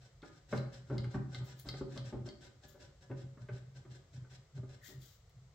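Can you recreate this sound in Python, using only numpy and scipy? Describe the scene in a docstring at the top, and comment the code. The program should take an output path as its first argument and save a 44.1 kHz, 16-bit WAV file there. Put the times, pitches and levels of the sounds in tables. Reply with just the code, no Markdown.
"""Rubbing strokes and hollow, booming knocks: a hand works a clamp tight on an empty kitchen cabinet.
Each stroke of the handle rubs, the jaws knock the panels and the steel parts tick, while the hollow
carcass booms on its lowest note in uneven swells. Skin or cloth brushes past on the left and
squeaks once near the end. The room is bare and quiet, heard through a microphone with two small ports."""
import sys
import numpy as np
from scipy import signal
from scipy.fft import rfft, irfft
from scipy.io import wavfile

SR = 44100
rng = np.random.default_rng(int(sys.argv[2]) if len(sys.argv) > 2 else 0)


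def file_out(sig):
    """Save sig as 16-bit WAV at sys.argv[1]."""
    # one column per channel
    cols = np.atleast_2d(sig).T
    # limit, then scale
    lim = np.clip(cols, -1, 1)
    pcm = np.round(lim * 32767).astype(np.int16)
    wavfile.write(sys.argv[1], SR, pcm)


N = 244314

# modes of the cabinet panels: (frequency [Hz], level [dB], t60 [s])
PANEL_MODES = [(60, -19.5, 0.41), (99, -25.5, 0.92), (174.6, -9.5, 0.51), (232, -4, 0.11),
               (283.7, -5.5, 0.29), (360.6, -1.5, 0.083), (386.8, 0.5, 0.14), (550, -1, 0.22),
               (581, 1, 0.079), (739, -6, 0.091), (812, -6.5, 0.13), (1003, -9, 0.062), (1237, -16, 0.28),
               (1426, -7, 0.052), (1529, -12, 0.15), (1575, -3.5, 0.074), (1704, -18.5, 0.39),
               (2135, -21, 0.24)]
# modes of the steel clamp: (frequency [Hz], level [dB], t60 [s])
CLAMP_MODES = [(1260, -6, 0.089), (2092, -5.5, 0.064), (3170, -4, 0.061), (3990, -8.5, 0.072),
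               (4296, 1.5, 0.039), (4690, -18, 0.018), (6000, -25.5, 0.012), (7980, -27, 0.052)]
OPPOSED = np.array([[1], [-1]])   # added on the left, subtracted on the right


def from_db(db):
    return 10 ** (np.asarray(db) / 20)


def rms_one(x):
    return x / np.sqrt(np.mean(x ** 2) + 1e-20)


def peak_one(x):
    return x / np.abs(x).max()


def filtered(x, order, hz, kind="low"):
    return signal.sosfilt(signal.butter(order, hz, kind, fs=SR, output="sos"), x)


def envelope(rows, rise_s, fall_s):
    """Gain over time: each row rises out of silence, slopes while it is held and dies away."""
    t, gain = np.arange(N) / SR, np.zeros(N)
    for start, length, db, sag_db in rows:
        times = [start - rise_s, start, start + length, start + length + fall_s]
        gain += from_db(np.interp(t, times, [db - 24, db, db - sag_db, db - sag_db - 23], -200, -200))
    return gain


def drift(rate_hz):
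    """Smooth random wander of rms 1."""
    r = np.exp(-2 * np.pi * rate_hz / SR)
    return rms_one(signal.lfilter([1], [1, -2 * r, r * r], rng.standard_normal(N + SR))[SR:])


def coloured(x, spectrum):
    """Gives a white signal the spectrum; rms 1."""
    hz, db = np.transpose(spectrum)
    gain = from_db(np.interp(np.log(np.fft.rfftfreq(N, 1 / SR) + 1), np.log(hz), db))
    return rms_one(irfft(rfft(x) * gain, N))


def grains(per_s, spread_db):
    """Random micro-slips of uneven size."""
    sizes = from_db(spread_db * np.minimum(rng.exponential(1, N), 5)) * rng.choice([-1, 1], N)
    return sizes * (rng.random(N) < per_s / SR)


def ring(force, hz, t60):
    """One mode: a unit click sets a sine of height 1 ringing."""
    r, w = from_db(-60 / (t60 * SR)), 2 * np.pi * hz / SR
    return signal.lfilter([0, np.sin(w)], [1, -2 * r * np.cos(w), r * r], force + 1e-18)


def struck(modes, events, contacts, uneven_db):
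    """Each contact force drives all modes with new strengths; the blow peaks at its event's level."""
    out, length = np.zeros(N + SR), SR // 2
    offsets_db = uneven_db * rng.standard_normal((len(events), len(modes)))
    for (start, peak_db, *_), contact, offsets in zip(events, contacts, offsets_db):
        force = np.pad(contact, (0, length - len(contact)))
        blow = sum(from_db(db + off) * ring(force, hz, t60) for (hz, db, t60), off in zip(modes, offsets))
        at = round(start * SR)
        out[at:at + length] += from_db(peak_db) * peak_one(blow)
    return out[:N]


def stereo_noise(samples, shared_hz):
    """Long waves reach both microphone ports alike, short ones differ."""
    common, apart = rng.standard_normal((2, samples))
    return common + filtered(apart, 1, shared_hz, "high") * OPPOSED


def room_tone():
    """Steady rumble and hiss of the quiet room."""
    # colour of the room tone: (frequency [Hz], relative level [dB])
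    spectrum = [(18, -49), (30, -6.5), (145, -4.5), (244, -38), (458, -22.5), (611, -29.5), (679, -24.5),
                (837, -33), (1310, -31), (1650, -38), (2090, -33), (2450, -40.5), (3540, -38), (7800, -40),
                (9500, -61), (15800, -54)]
    return from_db(-62.5) * np.array([coloured(side, spectrum) for side in stereo_noise(N, 1400)])


def handle_strokes():
    """Dense slips hiss in the air and ring the clamp lightly and, through the jaws, the panels."""
    # pumps of the handle: (squeeze start [s], squeeze length [s], squeeze hiss [dB],
    # return start [s], return hiss [dB], rubbing in the panels against the hiss [dB])
    pumps = [(-.15, .05, -70, 0.005, -68, 1), (0.237, 0.056, -67, .32, -69, 2),
             (0.481, 0.12, -62.5, .718, -62.5, 1), (0.857, 0.14, -71, 1.1, -64, 9),
             (1.291, 0.11, -67.5, 1.46, -63, 5), (1.652, 0.068, -60.5, 1.735, -61.5, 4),
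             (1.889, 0.11, -62, 2.04, -62, -1.5), (2.251, 0.044, -62, 2.407, -61.5, 3),
             (2.619, 0.047, -65, 2.79, -63.5, 5), (3.005, .048, -68, 3.165, -68, 4.5),
             (3.405, 0.03, -64, 3.52, -65, 2), (3.751, 0.051, -67, 3.903, -65, 2.5),
             (4.128, 0.052, -64.5, 4.295, -65, 1), (4.549, 0.045, -65.5, 4.685, -66, 3)]
    # colour of the rubbing: (frequency [Hz], relative level [dB])
    spectrum = [(590, -4.5), (1000, -7), (1330, -25.5), (1570, 2.5), (2290, -9), (4090, -5.5), (4530, -10),
                (5210, -6), (6870, -15), (7530, -8), (9380, -30.5), (11800, -29.5), (15800, -40)]
    edge_s, return_s = 0.028, 0.075
    t, air, jaws = np.arange(N) / SR, np.zeros(N), np.zeros(N)

    def swell(start, length):
        return np.clip(np.minimum(t - start, start + length - t) / edge_s + .5, 0, 1) ** 2

    def panels(force):
        return sum(from_db(db + 0.91 * np.log2(hz / 500)) * ring(force, hz, t60)
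                   for hz, db, t60 in PANEL_MODES[2:])

    for start, length, squeeze_db, return_start, return_db, panel_db in pumps:
        squeeze = from_db(squeeze_db) * swell(start, length)
        release = from_db(return_db) * swell(return_start, return_s)
        air += squeeze + release
        jaws += from_db(panel_db) * (squeeze + from_db(-2) * release)   # the return presses less
    slips = grains(per_s=9000, spread_db=2.0) * from_db(2.28 * drift(23))
    steel = sum(from_db(db) * ring(slips, hz, 6 * t60) for hz, db, t60 in CLAMP_MODES[2:])
    hiss = coloured(slips, spectrum) * from_db(0.55 * drift(70))
    return air * (hiss + from_db(-18) * rms_one(steel)) + panels(jaws * slips) / panels(slips).std()


def carcass_boom():
    """The cabinet's lowest note booms in uneven swells, its pitch wavering slightly."""
    # swells of the boom: (start [s], length [s], level [dB], sag over the length [dB])
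    swells = [(0.0, 0.34, -57, 24), (.545, 0.14, -35.5, 1.5), (.775, 0.079, -46, 3), (.925, .175, -33, 5),
              (1.165, 0.17, -34.5, 9), (1.37, .075, -44, -4), (1.5, 0.14, -48.5, 5.5),
              (1.685, 0.079, -46.5, -7.5), (1.815, 0.13, -46.5, -3.5), (1.99, 0.086, -41.5, -1.5),
              (2.155, 0.1, -42.5, -0.5), (2.31, 0.25, -58.5, 8), (2.84, 0.054, -62.5, -9),
              (3.115, .21, -38, 9), (3.415, .035, -46, 0), (3.525, 0.26, -39.5, 21.5),
              (3.775, 0.02, -50, -5), (3.895, 0.11, -43.5, 12), (4.16, .08, -45, -0.5),
              (4.28, 0.12, -49, 2), (4.565, 0.21, -37.5, 17), (4.955, 0.094, -46.5, 10.5),
              (5.37, 0.086, -54.5, -1.5)]
    note_hz, waver_hz = 128.7, 3.77
    skew_rad = 0.051   # the note reaches the two ports slightly out of step
    hz = note_hz + waver_hz * drift(9.05)
    gain = envelope(swells, rise_s=0.039, fall_s=0.047) * from_db(3.2 * drift(41))
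    return gain * np.sin(2 * np.pi * np.cumsum(hz) / SR + skew_rad * OPPOSED)


def steel_ticks():
    """Steel on steel: a brief force rings the clamp, with a dry snap and a thin crack on top."""
    # ticks of the steel parts: (time [s], level [dB], extra gain of the crack [dB])
    ticks = [(0.22, -55, -34), (0.5757, -41.5, -27.5), (0.9805, -40, -26), (1.3463, -36, -38),
             (1.5975, -59, 17), (1.6882, -32, -20), (1.976, -40, -33), (2.2884, -44, -34), (2.684, -74, 21),
             (5.02, -56.5, 2), (5.2952, -66.5, 4)]
    t, noise = np.arange(SR // 50) / SR, rng.standard_normal((len(ticks), 3, SR // 50))
    contacts = noise[:, 0] * np.exp(-t / 0.003)
    out = from_db(-6) * struck(CLAMP_MODES, ticks, contacts, uneven_db=2.5)
    for (start, db, crack_db), (_, crack_noise, snap_noise) in zip(ticks, noise):
        snap = filtered(snap_noise * np.exp(-t / 0.0016), 2, [3280, 4970], "band")
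        crack = filtered(crack_noise * np.exp(-t / 0.001), 4, 9500, "high")
        at = round(start * SR)
        out[at:at + len(t)] += from_db(db) * (peak_one(snap) + from_db(crack_db) * crack)
    return out


def jaw_knocks():
    """A jaw lands as a short rattle of dying force; harder contact reaches higher and crunches more."""
    # knocks on the panels: (time [s], level [dB], hardness [octaves above softest], force decay [s])
    knocks = [(0.226, -44.5, 3, 0.0083), (0.525, -25.5, 1.74, 0.0097), (0.898, -32, 0.26, 0.016),
              (0.915, -33.5, 0.33, 0.041), (1.04, -46.5, 5.2, 0.0056), (1.142, -28.5, 0.81, 0.01),
              (1.395, -48, 1.5, 0.026), (1.647, -42.5, 0.57, 0.053), (1.738, -42, 2.7, 0.0049),
              (1.808, -31, 0.36, 0.0079), (1.959, -39, 0.6, 0.022), (2.123, -35.5, 0.32, 0.019),
              (2.256, -42.5, 0.67, 0.019), (2.741, -54, 1.7, 0.017), (3.096, -38.5, 0.3, 0.019),
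              (3.113, -42.5, 2.8, 0.0031), (3.37, -50.5, 1.9, 0.016), (3.485, -42.5, 3.15, 0.0081),
              (3.517, -73, 1.2, 0.005), (3.848, -50, 1.4, 0.01), (4.239, -55.5, 2.2, 0.012),
              (4.57, -49, 0.76, 0.015), (4.631, -46.5, 1.34, 0.005), (4.884, -52.5, 0.51, 0.037)]
    softest_hz, landing_s = 290, 0.0033
    t, contacts = np.arange(SR // 10) / SR, []
    for _, _, hardness, decay_s in knocks:
        force = rng.standard_normal(len(t)) * np.exp(-t / decay_s) * (1 - np.exp(-t / landing_s))
        contacts.append(filtered(force, 2, softest_hz * 2 ** min(hardness, 5)))
    out = from_db(-1) * struck(PANEL_MODES, knocks, contacts, uneven_db=2.0)
    for (start, db, hardness, _), contact in zip(knocks, contacts):
        crack = filtered(np.diff(contact, prepend=0), 2, 2800)   # sudden changes of force radiate directly
        thud = filtered(contact, 2, [165, 436], "band")          # the whole panel gives way
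        crunch = filtered(contact, 2, [726, 2200], "band")       # the board crunches
        at = round(start * SR)
        for part, part_db in [(crack, -16.5), (thud, -4), (crunch, -13.5 + 3 * hardness)]:
            out[at:at + len(t)] += from_db(db + part_db) * peak_one(part)
    return out


def cloth_brush():
    """Skin or cloth slides past in short sweeps of fine-grained, bright rubbing."""
    # sweeps: (start [s], length [s], relative level [dB], sag over the length [dB])
    sweeps = [(.52, 0.069, -85.5, 2), (1.45, 0.029, -76.5, 5), (1.595, 0.016, -70, 4.5),
              (2.69, 0.032, -75, 5), (4.85, 0.055, -66.5, 2), (5.02, 0.13, -73.5, 6.5)]
    # colour of the brushing: (frequency [Hz], relative level [dB])
    spectrum = [(710, -43), (1200, -18), (1750, -11), (1850, -32), (1990, -14.5), (2580, -17.5),
                (3300, -6.5), (6240, -10), (7260, -8.5), (9300, -24.5), (15800, -9.5)]
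    rubbing = coloured(grains(per_s=16000, spread_db=4.5), spectrum)
    return envelope(sweeps, rise_s=0.04, fall_s=0.046) * from_db(8.5) * rubbing


def cloth_squeak():
    """Stretching cloth gives one rough tone that wavers about a nearly steady pitch."""
    # the squeak: (start [s], length [s], level [dB], sag over the length [dB])
    squeaks = [(4.825, 0.056, -67, -5)]
    waver_hz, rough_db, jitter_hz = 110, 5, 150
    t, start = np.arange(N) / SR, squeaks[0][0]
    hz = np.interp(t, [start, start + 0.0305], [1900, 1890]) + waver_hz * drift(jitter_hz)
    gain = envelope(squeaks, rise_s=0.036, fall_s=0.019) * from_db(rough_db * drift(jitter_hz))
    return gain * np.sin(2 * np.pi * np.cumsum(hz) / SR)


def bare_room(x):
    """Direct sound plus reflections from bare walls and the open carcass; the treble dies first."""
    low_t60_s, treble_t60_s = 0.52, 0.26
    t, spray = np.arange(SR // 2) / SR, stereo_noise(SR // 2, shared_hz=690)
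    low = filtered(spray, 1, 3600)
    tail = low * from_db(-60 * t / low_t60_s) + (spray - low) * from_db(-60 * t / treble_t60_s)
    tail *= 1 - np.exp(-t / 0.0005)
    tail /= np.sqrt(np.sum(tail ** 2) / 2)
    return x + from_db(-1.02) * signal.fftconvolve(x[None], tail, axes=1)[:, :N]


def surface_width(x):
    """Rubbing is spread over a surface: its short waves differ between the ports."""
    lags = (rng.uniform(0.00014, .004, 6) * SR).astype(int)
    apart = sum(np.roll(x, lag) * (-1) ** k for k, lag in enumerate(lags)) / np.sqrt(6)
    return from_db(-1.5) * filtered(apart, 2, 905, "high") * OPPOSED


def scene():
    """Clamp and cabinet stand centred before the microphone; the brushing lies to the left."""
    rub = handle_strokes()
    cloth = cloth_brush() + cloth_squeak()
    cabinet = bare_room(jaw_knocks() + steel_ticks() + rub) + surface_width(rub) + carcass_boom()
    brushing = (bare_room(cloth) + surface_width(cloth)) * from_db(2.5 * OPPOSED)
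    return cabinet + brushing + room_tone()


def record(dry):
    """The small ports lose the deepest bass and the left one hears more treble; the top is cut steeply."""
    wet = filtered(dry, 4, 43, "high")
    wet += filtered(wet, 1, 1500, "high") * (from_db(1.23 * OPPOSED) - 1)
    return signal.sosfilt(signal.ellip(12, .5, 75, 15800, fs=SR, output="sos"), wet)


dry = scene()
out = record(dry)
file_out(out)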